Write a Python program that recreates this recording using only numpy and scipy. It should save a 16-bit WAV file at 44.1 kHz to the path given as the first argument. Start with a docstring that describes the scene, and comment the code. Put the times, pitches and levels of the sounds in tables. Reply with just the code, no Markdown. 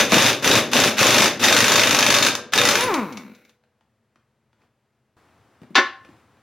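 """In a humming garage an air impact wrench hammers a puller screw under a car in short bursts, 26 blows
a second: its exhaust roars, its socket rattles and the axle rings. Near 2.6 s the motor spins free, and
its puffs of air make a whine that rises, then falls as it coasts to rest. Quiet taps and rustles of
handling follow, and the background noise steps up abruptly. At 5.75 s a steel part falls with a clang.
The garage echoes the knocks, and a limiter holds down the loudest peaks."""
import sys
import numpy as np
from scipy import signal
from scipy.fft import rfft, irfft, next_fast_len
from scipy.io import wavfile
from scipy.ndimage import uniform_filter1d, minimum_filter1d

SR = 44100
rng = np.random.default_rng(int(sys.argv[2]) if len(sys.argv) > 2 else 0)


def dump(signal):
    """Clip the signal to [-1, 1] and save it as 16-bit WAV at the path in sys.argv[1]."""
    limited = np.clip(np.atleast_2d(signal).T, -1, 1)
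    pcm = np.round(limited * 32767).astype(np.int16)
    wavfile.write(sys.argv[1], SR, pcm)


N = 283122
TOP_HZ = 15950  # the highest frequency kept


def amp(db):
    """Turn decibels into a number to multiply by."""
    return 10 ** (np.asarray(db) / 20)


def along(points, hz):
    """Read between the rows of a (frequency, value) table, on a log frequency scale."""
    freqs, values = np.transpose(points)
    return np.interp(np.log(hz + 1), np.log(freqs + 1), values)


def curve(points):
    """Join the rows of a (time, value) table with straight lines, one value per sample."""
    return np.interp(np.arange(N) / SR, *np.transpose(points))


def filtered(x, response):
    """Turn each frequency of x up or down by the gain response(hz)."""
    n = x.shape[-1]
    padded = next_fast_len(n + 4096)
    return irfft(rfft(x, padded) * response(np.fft.rfftfreq(padded, 1 / SR)), padded)[..., :n]


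def coloured(x, spectrum, size=4096):
    """Give x the tone colour of a table; white noise keeps its overall power."""
    cepstrum = irfft(np.log(amp(along(spectrum, np.fft.rfftfreq(size, 1 / SR)))))
    cepstrum[1:size // 2] *= 2  # folded so that the filter rings only after a hit
    cepstrum[size // 2 + 1:] = 0
    response = irfft(np.exp(rfft(cepstrum)))
    response /= np.linalg.norm(response)
    return signal.fftconvolve(x, np.atleast_2d(response), axes=1)[:, :x.shape[1]]


# how wide the noise sounds: (frequency [Hz], side level over middle [dB])
STEREO_WIDTH = [(60, -15.5), (250, -25.5), (2400, -23.5), (4400, -11), (6500, -3.5), (8200, 3),
                (15000, 1.5)]
def noise(n):
    """Stereo noise: left and right are alike in the bass and differ in the treble."""
    mid, side = rng.standard_normal((2, n))
    side = filtered(side, lambda hz: amp(along(STEREO_WIDTH, hz)))
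    return np.array([mid + side, mid - side])


def add(track, s, sound):
    """Mix a sound into a track from second s on."""
    start = max(round(s * SR), 0)
    part = track[..., start:start + sound.shape[-1]]
    part += sound[..., :part.shape[-1]]


def ring(modes, t, scatter_db, count=1):
    """Struck steel rings with its own fading tones, in a slightly new mix for each blow."""
    hz, db, t60 = np.transpose(modes)  # t60, the fade time: seconds to drop by 60 dB
    strength = amp(db + scatter_db * rng.standard_normal((count, len(hz))))
    phase = np.exp(2j * np.pi * rng.random(strength.shape))
    tones = amp(-60 * t / t60[:, None]) * np.exp(2j * np.pi * hz[:, None] * t)
    return np.squeeze(((strength * phase) @ tones).imag)


# how long the garage echoes: (frequency [Hz], fade time [s])
ECHO_FADE = [(100, 0.17), (300, 0.32), (1500, 0.41), (5000, 0.32), (14000, 0.16)]
def garage(x, wet_db, delay_s=.004):
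    """Add the echo from the walls and the car's underside; middle frequencies last longest."""
    hz, t, bands = signal.stft(noise(SR * 3 // 4), SR, nperseg=256)
    tail = signal.istft(bands * amp(-60 * t / along(ECHO_FADE, hz)[:, None]), SR, nperseg=256)[1]
    tail /= np.linalg.norm(tail.mean(0))
    tail = np.pad(tail, ((0, 0), (round(delay_s * SR), 0)))
    return x + amp(wet_db) * signal.fftconvolve(x, tail, axes=1)[:, :N]


# tone colour of the quiet garage: (frequency [Hz], level [dB])
HUM_COLOUR = [(12, -63.5), (20, -32), (130, -2.5), (172, -16), (227, -5), (261, -17.5), (431, -15),
              (1950, -25), (15800, -48.5)]
def room_hum(level_db=-70.5):
    """A steady low hum lies under everything."""
    return amp(level_db) * coloured(noise(N), HUM_COLOUR)


# tone colours of the escaping air, high hiss and low roar: (frequency [Hz], level [dB])
HISS_COLOUR = [(350, -31.5), (600, 2.5), (679, -7.5), (789, -4), (1080, -0.5), (1650, -1), (2170, -2),
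               (2600, 1), (3230, -4.5), (3650, 3), (4020, -7.5), (6230, -8.5), (8080, -19), (12000, -17),
               (15800, -28.5)]
ROAR_COLOUR = [(18, -57.5), (30, -25), (65, -24.5), (114, -1.5), (174, -9), (229, 2), (328, -3), (361, -2),
               (455, -3), (583, -2), (678, -9), (800, -10.5), (1040, -34), (1760, -120)]
# trigger pulls: (press [s], release [s], hiss level [dB], roar level [dB], roar pulsing [dB])
TRIGGER_PULLS = [(-0.06, 0.008, -12.5, -22, 0), (0.095, 0.302, -13.5, -24, 5.5),
                 (0.424, 0.585, -14, -21.5, 3.5), (0.715, 0.876, -14.5, -21.5, 3),
                 (0.97, 1.256, -12.5, -22.5, 4), (1.395, 2.273, -14.5, -24.5, 3.5),
                 (2.522, 2.825, -18.5, -28, 5.5)]
def exhaust(hiss_db=-3.5, roar_db=-0.5, rattle_db=-11, rattles_per_s=260, rattle_t60=0.018, dip_db=-2.5):
    """Air roars out of the wrench and is choked by each blow; the socket rattles in between."""
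    presses, _, hiss_levels, roar_levels, pulse_depths = np.transpose(TRIGGER_PULLS)
    hiss_gain = airflow(hiss_levels, sag_db_per_s=6, fall_db_per_s=178)
    fizz_gain = airflow(hiss_levels, sag_db_per_s=6, fall_db_per_s=227.5)  # the treble dies first
    roar_gain = airflow(roar_levels, sag_db_per_s=2.5, fall_db_per_s=96.5)
    time, cycle = np.arange(N) / SR, hammer_cycle()
    depth_db = pulse_depths[np.searchsorted(presses, time) - 1]
    chuff = amp(-depth_db * (cycle > 0) * np.sin(2 * np.pi * (cycle + 0.027)))
    swing_dip = amp(dip_db * cycle ** 5)  # quieter as the hammer swings free just before it strikes
    jet = coloured(noise(N), HISS_COLOUR)
    fizz = filtered(jet, lambda hz: hz > 7000)
    hiss = amp(hiss_db) * (hiss_gain * (jet - fizz) + fizz_gain * fizz)
    contacts = (rng.random(N) < rattles_per_s / SR) * amp(2 * rng.standard_normal(N))
    energy_fade = amp(-120 * time[:SR // 10] / rattle_t60)
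    energy = np.abs(signal.fftconvolve(contacts ** 2, energy_fade)[:N])
    chatter = np.sqrt(energy / energy.mean())
    rattle = amp(rattle_db) * hiss_gain * coloured(chatter * noise(N), CRACK_COLOUR)
    roar = amp(roar_db) * roar_gain * chuff * coloured(noise(N), ROAR_COLOUR)
    return swing_dip * (hiss + rattle) + roar


def airflow(levels_db, sag_db_per_s, fall_db_per_s, open_s=0.035, shut_db=10.5):
    """Strength of the air: the valve opens, hose pressure sags, and the flow dies on release."""
    time, gain = np.arange(N) / SR, np.zeros(N)
    for (on, off, *_), db in zip(TRIGGER_PULLS, levels_db):
        live = (time >= on) & (time < off + 1)
        t = time[live]
        valve_db = shut_db * np.clip(1 - ((t - on) / open_s) ** 2, 0, 1)
        loss_db = sag_db_per_s * (t - on) + fall_db_per_s * np.maximum(t - off, 0)
        gain[live] = np.maximum(gain[live], amp(db - valve_db - loss_db))
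    return gain


# tones of the socket's body and of its thin rim: (frequency [Hz], level [dB], fade time [s])
SOCKET_TONES = [(1200, -8, .08), (1965, -9, .09), (2190, -12, .16), (2320, -10, .14), (3560, -8, .06),
                (4000, -7, .06), (4400, -8, .06), (6000, -13, .06)]
RIM_TONES = [(10000, 0, .07), (10300, -5, .06)]
# the socket hits the screw head: (time [s], clink level [dB], rim ping level [dB])
SOCKET_CLINKS = [(0.001, -18, -44), (2.656, -28.5, -26), (2.810, -25, -27), (2.839, -29, -29),
                 (2.941, -21, -38.5), (3.1244, -38.5, -62), (3.172, -33, -56), (3.349, -51, -79.5),
                 (3.450, -56, -79.5), (3.494, -53.5, -75)]
def socket(click_t60=.05, body_db=-6):
    """With no load on it, the loose socket clicks and jingles on the screw head."""
    t = np.arange(SR // 2) / SR
    clicks, steel = np.zeros(N), np.zeros(N)
    for s, db, ping_db in SOCKET_CLINKS:
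        add(clicks, s, amp(db - 60 * t / click_t60))
        add(steel, s, amp(db + body_db) * ring(SOCKET_TONES, t, scatter_db=2))
        add(steel, s, amp(ping_db) * ring(RIM_TONES, t, scatter_db=2))
    return garage(coloured(clicks * noise(N), CRACK_COLOUR) + steel, wet_db=-9)


# tone colour of steel hitting steel, shared with the socket: (frequency [Hz], level [dB])
CRACK_COLOUR = [(60, -34.5), (300, -19), (700, -1.5), (1500, 1), (2600, 1.5), (3200, -1), (3700, 0),
                (4500, -2), (6400, -1), (8200, -18.5), (11500, -16.5), (16000, -26.5)]
# tones of the screw and axle: (frequency [Hz], level [dB], fade time [s])
AXLE_TONES = [(235, -8, .25), (490, -23, 1.3), (580, -9, .35), (953, -11, .15), (1108, -11, .15),
              (1305, -7, .12), (1477, -7, .15), (1587, -7, .2), (1715, -4, .2), (1958, -6, .12),
              (2429, 1, .07), (2595, 2, .06), (2795, 0, .07), (3100, -1, .06), (3660, 2, .06),
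              (3745, 0, .07), (4235, -3, .06), (6223, -2, .07)]
# single knocks as the motor starts, slips or coasts: (time [s], level [dB], extra ring [dB])
LONE_KNOCKS = [(0.0014, -8.5, 11), (0.0112, -8.5, 11.5), (0.1198, -7.5, -1.5), (0.9825, -9, -1),
               (2.3519, -9.5, -6), (2.585, -6.5, 11), (2.7543, -5, 0.5), (2.808, -12.5, -2)]
# bursts of blows: (first blow [s], last blow [s], time lost finding the rhythm [s], level [dB])
BURSTS = [(0.1421, 0.263, -0.0056, -4), (0.4443, 0.5536, -0.025, -5.5), (0.7328, 0.8741, -0.009, -2.5),
          (0.9906, 1.2572, 0.0016, -3), (1.4383, 1.6425, 0.0136, -0.5), (1.6811, 1.795, -0.00094, 2.5),
          (1.8348, 1.9464, -0.0032, -3.5), (1.9881, 2.1405, 0, -0.5), (2.1856, 2.2647, -0.0033, -3),
          (2.535, 2.6877, 0.014, -4.5)]
def hammer(crack_db=-6.5, crack_t60=0.028, ring_db=-26, scatter_db=3.23, bounce_s=0.021, bounce_db=-9):
    """Each blow cracks and rings the axle; in a burst the hammer bounces and knocks again lightly."""
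    t = np.arange(SR * 3 // 2) / SR
    force, steel = np.zeros(N), np.zeros(N)
    snap = amp(4 - 60 * t / 0.0049)
    shape = (snap + amp(-60 * t / crack_t60)) * (1 - np.exp(-t / .0005))
    blows = [(s, db + rng.normal(0, scatter_db))
             for first, last, lost, db in BURSTS for s in blow_times(first, last, lost)]
    for s, db in blows:
        add(force, s + bounce_s + rng.normal(0, 0.0022), amp(db + bounce_db) * shape)
    hits = [(s, db, 0) for s, db in blows] + list(LONE_KNOCKS)
    for (s, db, extra_db), tone in zip(hits, ring(AXLE_TONES, t, scatter_db=5.5, count=len(hits))):
        add(force, s, amp(db) * shape)
        add(steel, s, amp(db + ring_db + extra_db) * tone)
    return garage(amp(crack_db) * coloured(force * noise(N), CRACK_COLOUR) + steel, wet_db=-7)


def blow_times(first, last, lost, gap_s=0.0385, settle_blows=1.5):
    """The hammer settles into an even rhythm within a few blows."""
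    blow = np.arange(round((last - first) / gap_s) + 1)
    late = lost * (1 - np.exp(-blow / settle_blows))
    return first + late + (last - first - late[-1]) * blow / blow[-1]


def hammer_cycle():
    """How far the hammer is from one blow to the next, 0 to 1; 0 between bursts."""
    time, cycle = np.arange(N) / SR, np.zeros(N)
    for first, last, lost, _ in BURSTS:
        at = blow_times(first, last, lost)
        cycle += np.interp(time, at, np.arange(len(at))) % 1
    return cycle


# tone colours of a steel tick and a dull thud: (frequency [Hz], level [dB])
TICK_COLOUR = [(100, -14), (600, 9.5), (2300, 0), (5000, -10.5), (15000, -38)]
THUD_COLOUR = [(40, -36.5), (130, -6.5), (220, -1.5), (400, -7.5), (900, -26.5), (4000, -54.5)]
# the tool takes up the load; later, gloves and puller touch: (time [s], level [dB], extra thud [dB])
HANDLING_TAPS = [(0.122, -2, -7), (0.132, -1.5, -5), (0.168, -7, -3), (3.638, -50.5, -18),
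                 (3.809, -50, -19), (4.158, -43.5, -6.5), (4.53, -49.5, -14.5), (4.619, -52, -12),
                 (5.617, -40.5, 11), (5.633, -39, -6), (5.705, -53, 22.5), (6.049, -34.5, -6),
                 (6.089, -43, 5), (6.37, -48, -11.5)]
def handling(level_db=-8, tick_t60=0.023, thud_t60=0.057):
    """Each contact makes a short tick of steel over a dull thud."""
    t = np.arange(SR // 4) / SR
    ticks, thuds = np.zeros(N), np.zeros(N)
    for s, db, extra_db in HANDLING_TAPS:
        add(ticks, s, amp(db + level_db - 60 * t / tick_t60))
        add(thuds, s, amp(db + extra_db + level_db - 60 * t / thud_t60))
    taps = coloured(ticks * noise(N), TICK_COLOUR) + coloured(thuds * noise(N), THUD_COLOUR)
    return garage(taps, wet_db=-3)


# the freed motor speeds up: (time [s], vanes passing the air outlet [Hz])
SPIN_UP_RATES = [(2.55, 200.8), (2.75, 433), (2.85, 516), (2.875, 508.3)]
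def vane_rate(friction_per_s=4.35, drag_hz=892, stop_s=3.59, stopping_s=0.09):
    """Vanes (motor blades) passing per second: they speed up, then friction and air drag stop them."""
    time = np.arange(N) / SR
    driven = curve(SPIN_UP_RATES)
    slowing = np.exp(-friction_per_s * np.maximum(time - SPIN_UP_RATES[-1][0], 0))
    rate = driven * slowing / (1 + driven / drag_hz * (1 - slowing))  # drag equals friction at drag_hz
    return rate * np.clip((stop_s - time) / stopping_s, 0, 1) * (time > SPIN_UP_RATES[0][0])


# tone colour of the air outlet: (frequency [Hz], level [dB])
OUTLET_COLOUR = [(40, -24), (120, 1), (180, 1.5), (225, 5), (300, 4), (480, -1), (700, -7), (1000, 2),
                 (1300, -3), (1700, -13), (2300, -11), (3500, -28), (12000, -42)]
# how the whine swells and fades: (time [s], level [dB])
WHINE_LEVELS = [(2.55, -52.5), (2.7, -32.5), (2.88, -20.5), (2.96, -21.5), (3.025, -25), (3.06, -29),
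                (3.31, -41), (3.37, -56), (3.56, -87)]
def motor_whine(level_db=-0.5, hum_db=7, hum_hz=221, jitter=0.015):
    """Each vane lets out one puff of air: fast puffs blend into a whine, slow ones sound singly."""
    rate = vane_rate()
    vanes_passed = np.cumsum(rate) / SR
    at = np.flatnonzero(np.diff(np.floor(vanes_passed)))
    at = at[at < WHINE_LEVELS[-1][0] * SR]
    gap = SR / (rate + 1)  # samples between puffs
    at += np.round(jitter * rng.standard_normal(len(at)) * gap[at]).astype(int)  # slightly uneven vanes
    puff_db = curve(WHINE_LEVELS) + level_db + rng.standard_normal(N)
    puffs = np.zeros(N)
    puffs[at] = amp(puff_db[at]) * np.sqrt(gap[at])
    # a slow vane opens the outlet gently, so its puff is dull and only sets the air passage humming
    sharpness = np.clip(rate / 300, 0, 1) ** 1.1
    hum = signal.lfilter(*signal.iirpeak(hum_hz, Q=7, fs=SR), puffs)
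    flow = sharpness * puffs + (1 - sharpness) * amp(hum_db) * hum
    return garage(coloured(np.array([flow, flow]), OUTLET_COLOUR), wet_db=-9.5)


# tone colour of the thin air stream: (frequency [Hz], level [dB])
TRICKLE_COLOUR = [(820, -37), (1400, -4.5), (1840, -10.5), (2260, -2), (3250, -22), (3860, -11.5),
                  (4830, -24.5), (5910, -23), (8340, -34.5), (12500, -24.5), (15800, -27)]
def air_trickle(air_db=-35, rumble_db=-37, pulsing=0.23):
    """The free motor pumps a thin stream of air that pulses with the vanes and fades as they slow."""
    rate = vane_rate()
    pulse = 1 + pulsing * np.cos(2 * np.pi * np.cumsum(rate) / SR)
    flow = (rate / SPIN_UP_RATES[-1][1]) ** 1.1 * pulse
    air = amp(air_db) * coloured(noise(N), TRICKLE_COLOUR)
    rumble = amp(rumble_db) * coloured(noise(N), ROAR_COLOUR)
    return flow * (air + rumble)


# tone colour of the rustle and the added background noise: (frequency [Hz], level [dB])
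BACKGROUND_COLOUR = [(53, -27), (90, 2.5), (172, -8), (223, -5), (508, -10), (1110, -9.5), (14200, -41),
                     (15800, -39.5)]
# gloves and sleeves move: (time [s], half length [s], level [dB])
SLEEVE_RUSTLES = [(4.633, 0.05, -65.5), (6.129, 0.12, -58)]
def rustle_and_background_step(step_s=5.167, settled_db=-60.5, extra_db=2.5, settle_s=0.13):
    """Gloves and sleeves rustle; the background noise steps up abruptly, then settles a little."""
    time = np.arange(N) / SR
    rustle = sum(amp(db) * np.exp(-((time - s) / half) ** 2) for s, half, db in SLEEVE_RUSTLES)
    since = np.maximum(time - step_s, 0)
    step = (since > 0) * amp(settled_db + extra_db * np.exp(-since / settle_s))
    return np.hypot(rustle, step) * coloured(noise(N), BACKGROUND_COLOUR)


# tone colour of the steel part's landing: (frequency [Hz], level [dB])
CLASH_COLOUR = [(60, -37), (200, -13), (310, -1.5), (500, -4), (1100, -1), (1800, 2), (2400, 0),
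                (4200, -3.5), (6200, -8), (8500, -29.5), (16000, -29)]
# tones of the steel part: (frequency [Hz], level [dB], fade time [s])
PART_TONES = [(232, -11, .1), (318, -8, .22), (365, -8, .2), (541, -12, .19), (778, -3.5, .22),
              (998, -8, .15), (1066, -6, .35), (1103, -2, .14), (1130, -6, .28), (1328, -5, .2),
              (1455, -3, .16), (1550, -6, .2), (1717, 0.5, .25), (1759, -4, .26), (1830, -6, .33),
              (2072, -5, .14), (2258, -13, .28), (2707, -5, .23), (3024, -9, .22), (3400, -4, .09),
              (3635, -4, .15), (4040, -2, .11), (4587, -7, .25), (5916, -11, .14)]
# it grazes, lands and tips over: (time [s], level [dB], treble limit [Hz], bass limit [Hz])
FALL_HITS = [(5.746, -33.5, 5061, 2517), (5.7534, -6, 7036, 684.5), (5.7627, -11, 4099, 989),
             (5.777, -6.5, 2158, 119.9), (5.786, -13.5, 1500, 194.1)]
def clang(clash_t60=0.092, clash_db=-1, ring_db=-8):
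    """The falling steel part strikes brightly on an edge, then more dully on its side."""
    t = np.arange(SR * 2 // 3) / SR
    out = np.zeros((2, N))
    for s, db, treble_hz, bass_hz in FALL_HITS:
        clash = coloured(amp(clash_db - 60 * t / clash_t60) * noise(len(t)), CLASH_COLOUR)
        steel = amp(ring_db) * ring(PART_TONES, t, scatter_db=0.5)
        hit = (clash + steel) * (1 - np.exp(-t / .001))
        band = signal.butter(1, [bass_hz, treble_hz], "bandpass", fs=SR)
        add(out, s, amp(db) * signal.lfilter(*band, hit))
    return garage(out, wet_db=-11)


# left-right balance: (frequency [Hz], left level over right [dB])
BALANCE = [(60, 2.5), (400, 2), (1300, 1.47), (2400, 1), (4400, 1), (8000, 2.5), (14000, -2.14)]
def scene():
    """Mix all the sounds and place them a little left of centre."""
    wrench = hammer() + exhaust() + air_trickle() + motor_whine() + socket()
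    mix = wrench + handling() + clang() + room_hum() + rustle_and_background_step()
    return filtered(mix, lambda hz: amp(np.outer([.5, -.5], along(BALANCE, hz))))


def record(dry, ceiling=0.844):
    """A limiter briefly turns down the loudest peaks; the very highest treble is cut off."""
    needed = np.minimum(1, ceiling / (np.abs(dry).max(0) + 1e-9))
    gain = uniform_filter1d(minimum_filter1d(needed, size=129), size=65)
    return filtered(dry * gain, lambda hz: hz < TOP_HZ)


dry = scene()
out = record(dry)
dump(out)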